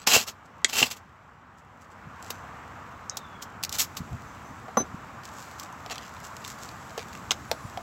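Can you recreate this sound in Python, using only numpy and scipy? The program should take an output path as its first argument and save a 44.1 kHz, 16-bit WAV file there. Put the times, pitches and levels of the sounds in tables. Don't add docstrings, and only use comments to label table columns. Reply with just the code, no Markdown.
import sys
import numpy as np
from scipy import signal
from scipy.fft import rfft
from scipy.io import wavfile
from scipy.ndimage import uniform_filter1d

SR = 44100
rng = np.random.default_rng(int(sys.argv[2]) if len(sys.argv) > 2 else 0)


def unload_wav(signal):
    wavfile.write(
        sys.argv[1],
        SR,
        np.round(np.clip(np.atleast_2d(signal).T, -1, 1) * 32767).astype(np.int16),
    )


N = 344851
T = np.arange(N) / SR
HZ = np.fft.rfftfreq(2048, 1 / SR)


def amp(db):
    return 10 ** (np.asarray(db) / 20)


def evened(x):
    return x / np.sqrt(np.mean(x ** 2) + 1e-20)


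def read(points, hz=HZ):
    f, db = np.transpose(points)
    return np.interp(np.log(hz + 1), np.log(f + 1), db)


def add(mix, s, sound):
    part = mix[max(round(s * SR), 0):][:len(sound)]
    part += sound[:len(part)]


def colour(x, db):
    log_gain = np.log(amp(np.maximum(db, db.max() - 90)))
    circle = np.concatenate([log_gain, log_gain[-2:0:-1]])
    response = np.exp(np.conj(signal.hilbert(circle)))
    taps = np.fft.ifft(response).real
    return signal.oaconvolve(x, taps)[:len(x)]


def band_rms(x, lo_hz, hi_hz):
    hz = np.fft.rfftfreq(len(x), 1 / SR)
    lines = np.fft.rfft(x)[(hz > lo_hz) & (hz < hi_hz)]
    return np.sqrt(2 * np.sum(abs(lines) ** 2)) / len(x)


def grains(size, per_s, spread_db):
    sizes_db = spread_db * np.minimum(rng.exponential(1, size), 4)
    impulses = amp(sizes_db) * rng.choice([-1, 1], size)
    return impulses * (rng.random(size) < per_s / SR)


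def drift(size, span):
    width = max(int(span * SR), 2)
    smooth = uniform_filter1d(rng.standard_normal(size), width)
    return evened(uniform_filter1d(smooth, width))


RISE_SHARE = .36


def swell(length):
    rise, fall = length * RISE_SHARE, length * (1 - RISE_SHARE)
    t = np.arange(-3 * rise, 3 * fall, 1 / SR)
    away = abs(t / np.where(t < 0, rise, fall))
    return 3 * rise, np.exp(-2 * away ** 1.5)


def swells(rows, spectrum, per_s, spread_db):
    out = np.zeros(N)
    for s, db, length in rows:
        lead, shape = swell(length)
        sound = shape * colour(grains(len(shape), per_s, spread_db), read(spectrum))
        sound *= amp(db) * np.linalg.norm(shape) / np.linalg.norm(sound)
        before_start = max(round((lead - s) * SR), 0)
        add(out, s - lead, sound[before_start:])
    return out


def blows(rows, skirt_db, contact):
    out, t = np.zeros(N), np.arange(SR // 6) / SR
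    for s, db, decay, hz, octaves in rows:
        push = rng.choice([-1, 1], len(t)) * np.exp(-t / decay)
        push[0] = contact * np.linalg.norm(push)
        away = np.log2((HZ + 20) / hz) / octaves
        burst = colour(push, -skirt_db * np.log2(1 + away ** 2 / 2))
        add(out, s, amp(db) * burst * np.sqrt(decay * SR / 2) / np.linalg.norm(burst))
    return out


def strikes(hits, body):
    return [(s, db + share_db, decay, hz, octaves)
            for s, db in hits for share_db, decay, hz, octaves in body]


def patchy(x, depth_db, order=9):
    z = signal.stft(x, nperseg=512)[2]
    across_bands = uniform_filter1d(rng.standard_normal(z.shape), order // 2, 0)
    patches = evened(uniform_filter1d(across_bands, order, 1))
    return signal.istft(z * amp(depth_db * patches))[1][:len(x)]


def surroundings(x, near_db, near_t60, far_db=-33, far_t60=0.42):
    t = np.arange(SR // 2) / SR
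    near, far = (rng.standard_normal(len(t)) * (t > .0015) * amp(-60 * t / t60)
                 for t60 in (near_t60, far_t60))
    echoes = amp(near_db) * near / np.linalg.norm(near) + amp(far_db) * far / np.linalg.norm(far)
    return x + signal.oaconvolve(x, echoes)[:N]


# f/Hz, level/dB
NIGHT = [(15, -52), (25, -28), (60, -4.5), (86, 0), (140, -3.5), (242, -5), (420, -14), (482, -10),
         (528, -13), (592, -10), (1150, -3.5), (1230, -4), (2880, -22.5), (4450, -36), (6000, -35),
         (7800, -57), (13200, -120)]
# t/s, rumble level/dB, wash level/dB
NIGHT_LEVELS = [(0.42, -57, -52.5), (0.75, -55, -49.5), (1.18, -60, -54.5), (1.76, -58.5, -54),
                (2.29, -50.5, -44.5), (3.12, -52, -46.5), (4.29, -48.5, -46.5), (5.28, -51.5, -45),
                (6.85, -50, -45), (7.22, -47, -45.5), (7.82, -50, -46)]
# f/Hz, level/dB
HISS = [(1500, -23.5), (3500, -2.5), (5000, -3), (7700, 1), (10000, -3.5), (16000, -8.5)]
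# t/s, level/dB
HISS_LEVELS = [(1.0, -74), (1.44, -78.5), (2.39, -65), (3.68, -67), (3.77, -60.5), (5.23, -63.5),
               (5.44, -55), (5.69, -61.5), (6.37, -57.5), (7.82, -57.5)]


def air(rumble_db=0.55, wash_db=-0.3, hiss_db=-.3, crackle_db=-8, split_hz=400):
    s, *levels = np.transpose(NIGHT_LEVELS)
    rumble, wash = (amp(np.interp(T, s, level)) for level in levels)
    hiss = amp(np.interp(T, *np.transpose(HISS_LEVELS)))

    low_share = 1 / (1 + ((HZ + 1) / split_hz) ** 4)
    low = colour(rng.standard_normal(N), read(NIGHT) + 10 * np.log10(low_share))
    mid = colour(rng.standard_normal(N), read(NIGHT) + 10 * np.log10(1 - low_share + 1e-9))
    fine_crackle = evened(grains(N, per_s=150, spread_db=5.5))
    high = colour(rng.standard_normal(N) + amp(crackle_db) * fine_crackle, read(HISS))

    low = low / band_rms(low, 40, 300)
    mid = mid / band_rms(mid, 600, 2000)
    high = high / band_rms(high, 4000, 8000)
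    return amp(rumble_db) * rumble * low + amp(wash_db) * wash * mid + amp(hiss_db) * hiss * high


# peak t/s, level/dB, length t/s
RUSTLES = [(.015, -48, 0.057), (5.915, -38, 0.065), (6.03, -49.5, 0.12), (6.44, -48.5, .12),
           (7.0, -45, .065), (7.15, -49.5, .13)]
# f/Hz, level/dB
RUSTLE = [(300, -11.5), (1200, -1.5), (3000, 0), (5000, -5.5), (7500, -5.5), (16000, -18)]


def rustles():
    return patchy(swells(RUSTLES, RUSTLE, per_s=450, spread_db=4.5), depth_db=4)


# peak t/s, level/dB, length t/s
PUFFS = [(.167, -32.5, .028), (.825, -39, .05), (2.069, -41.5, .05), (4.007, -31.5, 0.037),
         (4.132, -30, .058), (4.511, -41, .025), (4.945, -30.5, .019), (7.653, -33, 0.024)]
# f/Hz, level/dB
PUFF = [(30, -16), (70, 2), (130, 7.5), (210, -2.5), (350, -18.5), (1000, -54), (4000, -87.5)]


def puffs():
    return swells(PUFFS, PUFF, per_s=5000, spread_db=2.5)


# peak t/s, level/dB, length t/s
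SIZZLES = [(.455, -59.5, .03), (1.585, -62.5, .06), (1.82, -57.5, .05), (1.92, -61, .06),
           (2.27, -51.5, .22), (5.255, -47.5, .07), (5.38, -48.5, .15), (5.61, -46, .09),
           (6.25, -42.5, .055), (6.48, -42.5, .12), (6.63, -44, .12)]
# f/Hz, level/dB
SIZZLE = [(500, -23), (2000, 2), (4000, 2), (7500, 8.5), (12000, 0), (16000, -5)]


def sizzles():
    return swells(SIZZLES, SIZZLE, per_s=900, spread_db=4.5)


# t/s, length t/s, first f/Hz, last f/Hz, arch f/Hz, level/dB, fade/dB
WHISTLES = [(3.099, .46, 3870, 3150, -100, -57, 12), (7.44, .25, 9100, 8700, 1550, -57, -1)]


def whistles(waver=0.019, flutter_db=5):
    out = np.zeros(N)
    for s, length, first_hz, last_hz, arch_hz, db, fade_db in WHISTLES:
        u = np.linspace(0, 1, round(length * SR))
        glide = first_hz + (last_hz - first_hz) * u + arch_hz * np.sin(np.pi * u)
        pitch = glide * (1 + waver * drift(len(u), span=0.0011))
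        level_db = db - fade_db * u + flutter_db * drift(len(u), span=0.013)
        level = amp(level_db) * signal.windows.tukey(len(u), .1)
        add(out, s, level * np.sin(2 * np.pi * np.cumsum(pitch) / SR))
    return out


CRACKLE_FROM_S, CRACKLE_TO_S, CRACKLES_PER_S = 5.2, 7.1, 7.9
CRACKLE_DB, CRACKLE_HZ = -43.5, 4520


def crackles(spread_db=4, spread_octaves=0.42):
    slots = np.arange(CRACKLE_FROM_S, CRACKLE_TO_S, 1 / CRACKLES_PER_S)
    draws = rng.standard_normal((len(slots), 3))
    return [(s + late / CRACKLES_PER_S,
             CRACKLE_DB + spread_db * size,
             CRACKLE_HZ * 2 ** (spread_octaves * pitch))
            for s, (late, size, pitch) in zip(slots, draws)]


# t/s, level/dB, centre f/Hz
TICKS = [(2.226, -34, 5940), (3.629, -26, 6000), (3.6488, -20, 5500), (3.694, -24.5, 7000),
         (3.7265, -19.5, 6540), (5.254, -34.5, 6000), (5.598, -26.5, 7000), (5.633, -34, 6500),
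         (5.862, -32.5, 2400), (5.899, -31, 3500), (5.957, -31.5, 3300), (5.981, -28, 4000),
         (6.367, -32.5, 5000), (6.4485, -28, 3300), (6.478, -27, 7500), (6.69, -34, 3500),
         (6.993, -30, 3000), (7.7738, -30, 2600)]
TICK_S, TICK_OCTAVES = 0.0018, 0.88
# t/s, level/dB, decay t/s, centre f/Hz, width/octaves
SNAPS = [(2.3043, -22, 0.0043, 4000, 2.2), (3.097, -14, 0.00043, 6330, 0.18),
         (3.1706, -22.5, 0.0041, 6500, 1), (3.6363, -16.5, 0.0032, 6000, 1.1),
         (5.913, -31.5, 0.0086, 3800, 0.84), (6.978, -29.5, .005, 2800, 1.4),
         (7.3082, -13.5, 0.0029, 3200, 0.28), (7.3083, -19, 0.0042, 7000, 0.25),
         (7.3163, -15.5, 0.0027, 2270, 1.2), (7.5145, -15.5, 0.0019, 2930, 0.99)]
# t/s, level/dB
SLAPS = [(.6456, -4.5)]
# relative level/dB, decay t/s, centre f/Hz, width/octaves
SLAP = [(0, 0.001, 6900, 0.14), (-8, 0.0033, 2050, .17), (-7, 0.0026, 3300, .25), (-25, .005, 500, .9)]


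def snaps():
    ticks = [(s, db, TICK_S, hz, TICK_OCTAVES) for s, db, hz in TICKS + crackles()]
    return blows(strikes(SLAPS, SLAP) + SNAPS + ticks, skirt_db=7.5, contact=.35)


# t/s, level/dB, decay t/s, centre f/Hz, width/octaves
KNOCKS = [(.163, -20, 0.0086, 618, 0.48), (.817, -26, .012, 520, 0.8), (.827, -22.5, .006, 900, 0.58),
          (2.305, -37, .005, 480, .9), (3.171, -34.5, .004, 700, 0.91), (4.683, -35.5, .01, 745, .5),
          (4.803, -24.5, 0.013, 290, .7), (5.861, -38, .012, 720, 0.27), (5.905, -39.5, 0.029, 660, .3),
          (6.978, -30.5, 0.015, 580, .6), (7.309, -28, .01, 696, 0.77), (7.5145, -17.5, 0.0039, 634, .45),
          (7.7738, -28, .01, 705, 0.19)]
# t/s, level/dB
LANDINGS = [(4.7708, -14)]
# relative level/dB, decay t/s, centre f/Hz, width/octaves
HANDLE = [(-5, .011, 223, 0.26), (0, .005, 510, 0.37), (0.5, 0.0056, 1005, .32)]


def knocks():
    return blows(strikes(LANDINGS, HANDLE) + KNOCKS, skirt_db=9, contact=.7)


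# f/Hz, level/dB, decay by 60 dB t/s
BLADE_MODES = [(3930, -45.5, 1.1), (6107, -22.5, .45), (8732, -53, 1.5), (10160, -34, .2), (10780, -49, 1),
               (12470, -36, 0.12)]
# t/s, level relative to a full blow/dB
TOUCHES = [(2.305, -32), (4.27, -36), (4.45, -35)]


def knife(lands=4.7725, settles=4.819, damped_t60=0.053):
    out, t = np.zeros(N), np.arange(SR // 2) / SR
    ring = sum(amp(db - 60 * t / t60) * np.sin(2 * np.pi * hz * t) for hz, db, t60 in BLADE_MODES)
    flat_t = np.maximum(t - (settles - lands), 0)
    add(out, lands, ring * amp(-60 * flat_t / damped_t60))
    for s, db in TOUCHES:
        add(out, s, amp(db) * ring)
    return out


# bite t/s, hardest pressure t/s, leave t/s, level/dB, tilt/(dB per octave), rod ring/dB
SCRAPES = [(0.068, 0.073, .105, -12.5, -1, -1.5), (.079, 0.148, .245, -13, 0, 2),
           (0.267, 0.283, .322, -29.5, -0.5, -10), (.68, .697, .77, -33.5, -0.8, -7),
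           (.729, 0.803, .875, -19, 0.3, 3), (.825, 0.827, .855, -11, -3, 7),
           (0.855, 0.866, .9, -29, 0, -10), (.902, .917, .952, -29, .8, -2),
           (0.959, 0.972, .995, -44, 0.5, -15), (3.42, 3.426, 3.447, -31.5, 2, -25),
           (3.718, 3.747, 3.84, -30.5, 1, -25), (3.784, 3.8, 3.855, -15, 3, -25),
           (3.966, 3.971, 4.0, -28.5, 1.3, -25)]
# f/Hz, level/dB
GRIT = [(40, -24), (130, -12), (220, 0), (350, -9), (620, -3), (1200, -2.5), (1900, -4), (2800, -1.5),
        (4200, -1.5), (7000, -1), (12000, -4), (16000, -8)]
# f/Hz, width f/Hz, level/dB
ROD_MODES = [(2530, 80, 4), (2640, 70, 6), (2760, 80, 10), (3100, 140, 5), (4085, 80, 2), (5080, 90, 2),
             (7600, 250, 1)]
BITE_S, PRESS_DB, EASE_DB = .003, 8.5, 26.5
BUILD_POWER = 1.9
RING_GROWTH = 0.59


def scrapes(chatter_db=2.0, slip_db=1.0):
    out = np.zeros(N)
    modes = sum(amp(db) ** 2 / (1 + (2 * (HZ - hz) / width) ** 2) for hz, width, db in ROD_MODES)
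    for start, hardest, end, db, tilt, ring_db in SCRAPES:
        t = np.arange(start - BITE_S, end + BITE_S, 1 / SR)
        contact = np.interp(t, [t[0], start + BITE_S, end - BITE_S, t[-1]], [0, 1, 1, 0])
        built = np.interp(t, [start, hardest], [0, 1]) ** BUILD_POWER
        eased = np.interp(t, [hardest, end], [0, 1])
        force = contact * amp(PRESS_DB * (built - 1) - EASE_DB * eased)

        chips = grains(len(t), per_s=8000, spread_db=2.4)
        unevenness_db = chatter_db * drift(len(t), span=.001) + slip_db * drift(len(t), span=.005)
        chips = chips * amp(unevenness_db)

        grit_db = read(GRIT) + tilt * np.log2((HZ + 200) / 3000)
        grit = colour(chips, grit_db)
        ringing = colour(chips, grit_db + 10 * np.log10(1 + amp(ring_db) ** 2 * modes))
        sound = force * (grit + force ** RING_GROWTH * (ringing - grit))
        add(out, t[0], amp(db) * sound * np.linalg.norm(force) / np.linalg.norm(sound))
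    return out


def scene():
    night = patchy(air(), depth_db=0.97)
    small = rustles() + sizzles() + whistles()
    body = surroundings(knocks() + scrapes() + small, near_db=-9, near_t60=0.087)
    sharp = surroundings(snaps(), near_db=-10.5, near_t60=.075)
    return (night + puffs() + body + sharp + knife())[None]


# f/Hz, level/dB
MICROPHONE = [(25, -5), (55, 0), (7750, 0), (8450, -10.5), (9900, -13.5), (11400, -5), (16000, -5.5)]
EDGE_HZ = 15900


def record(dry):
    heard = np.clip(colour(dry[0], read(MICROPHONE)), -1, 1)
    low_pass = signal.firwin(511, EDGE_HZ, window=("kaiser", 9), fs=SR)
    return signal.oaconvolve(heard, low_pass, "same")[None]


dry = scene()
out = record(dry)
unload_wav(out)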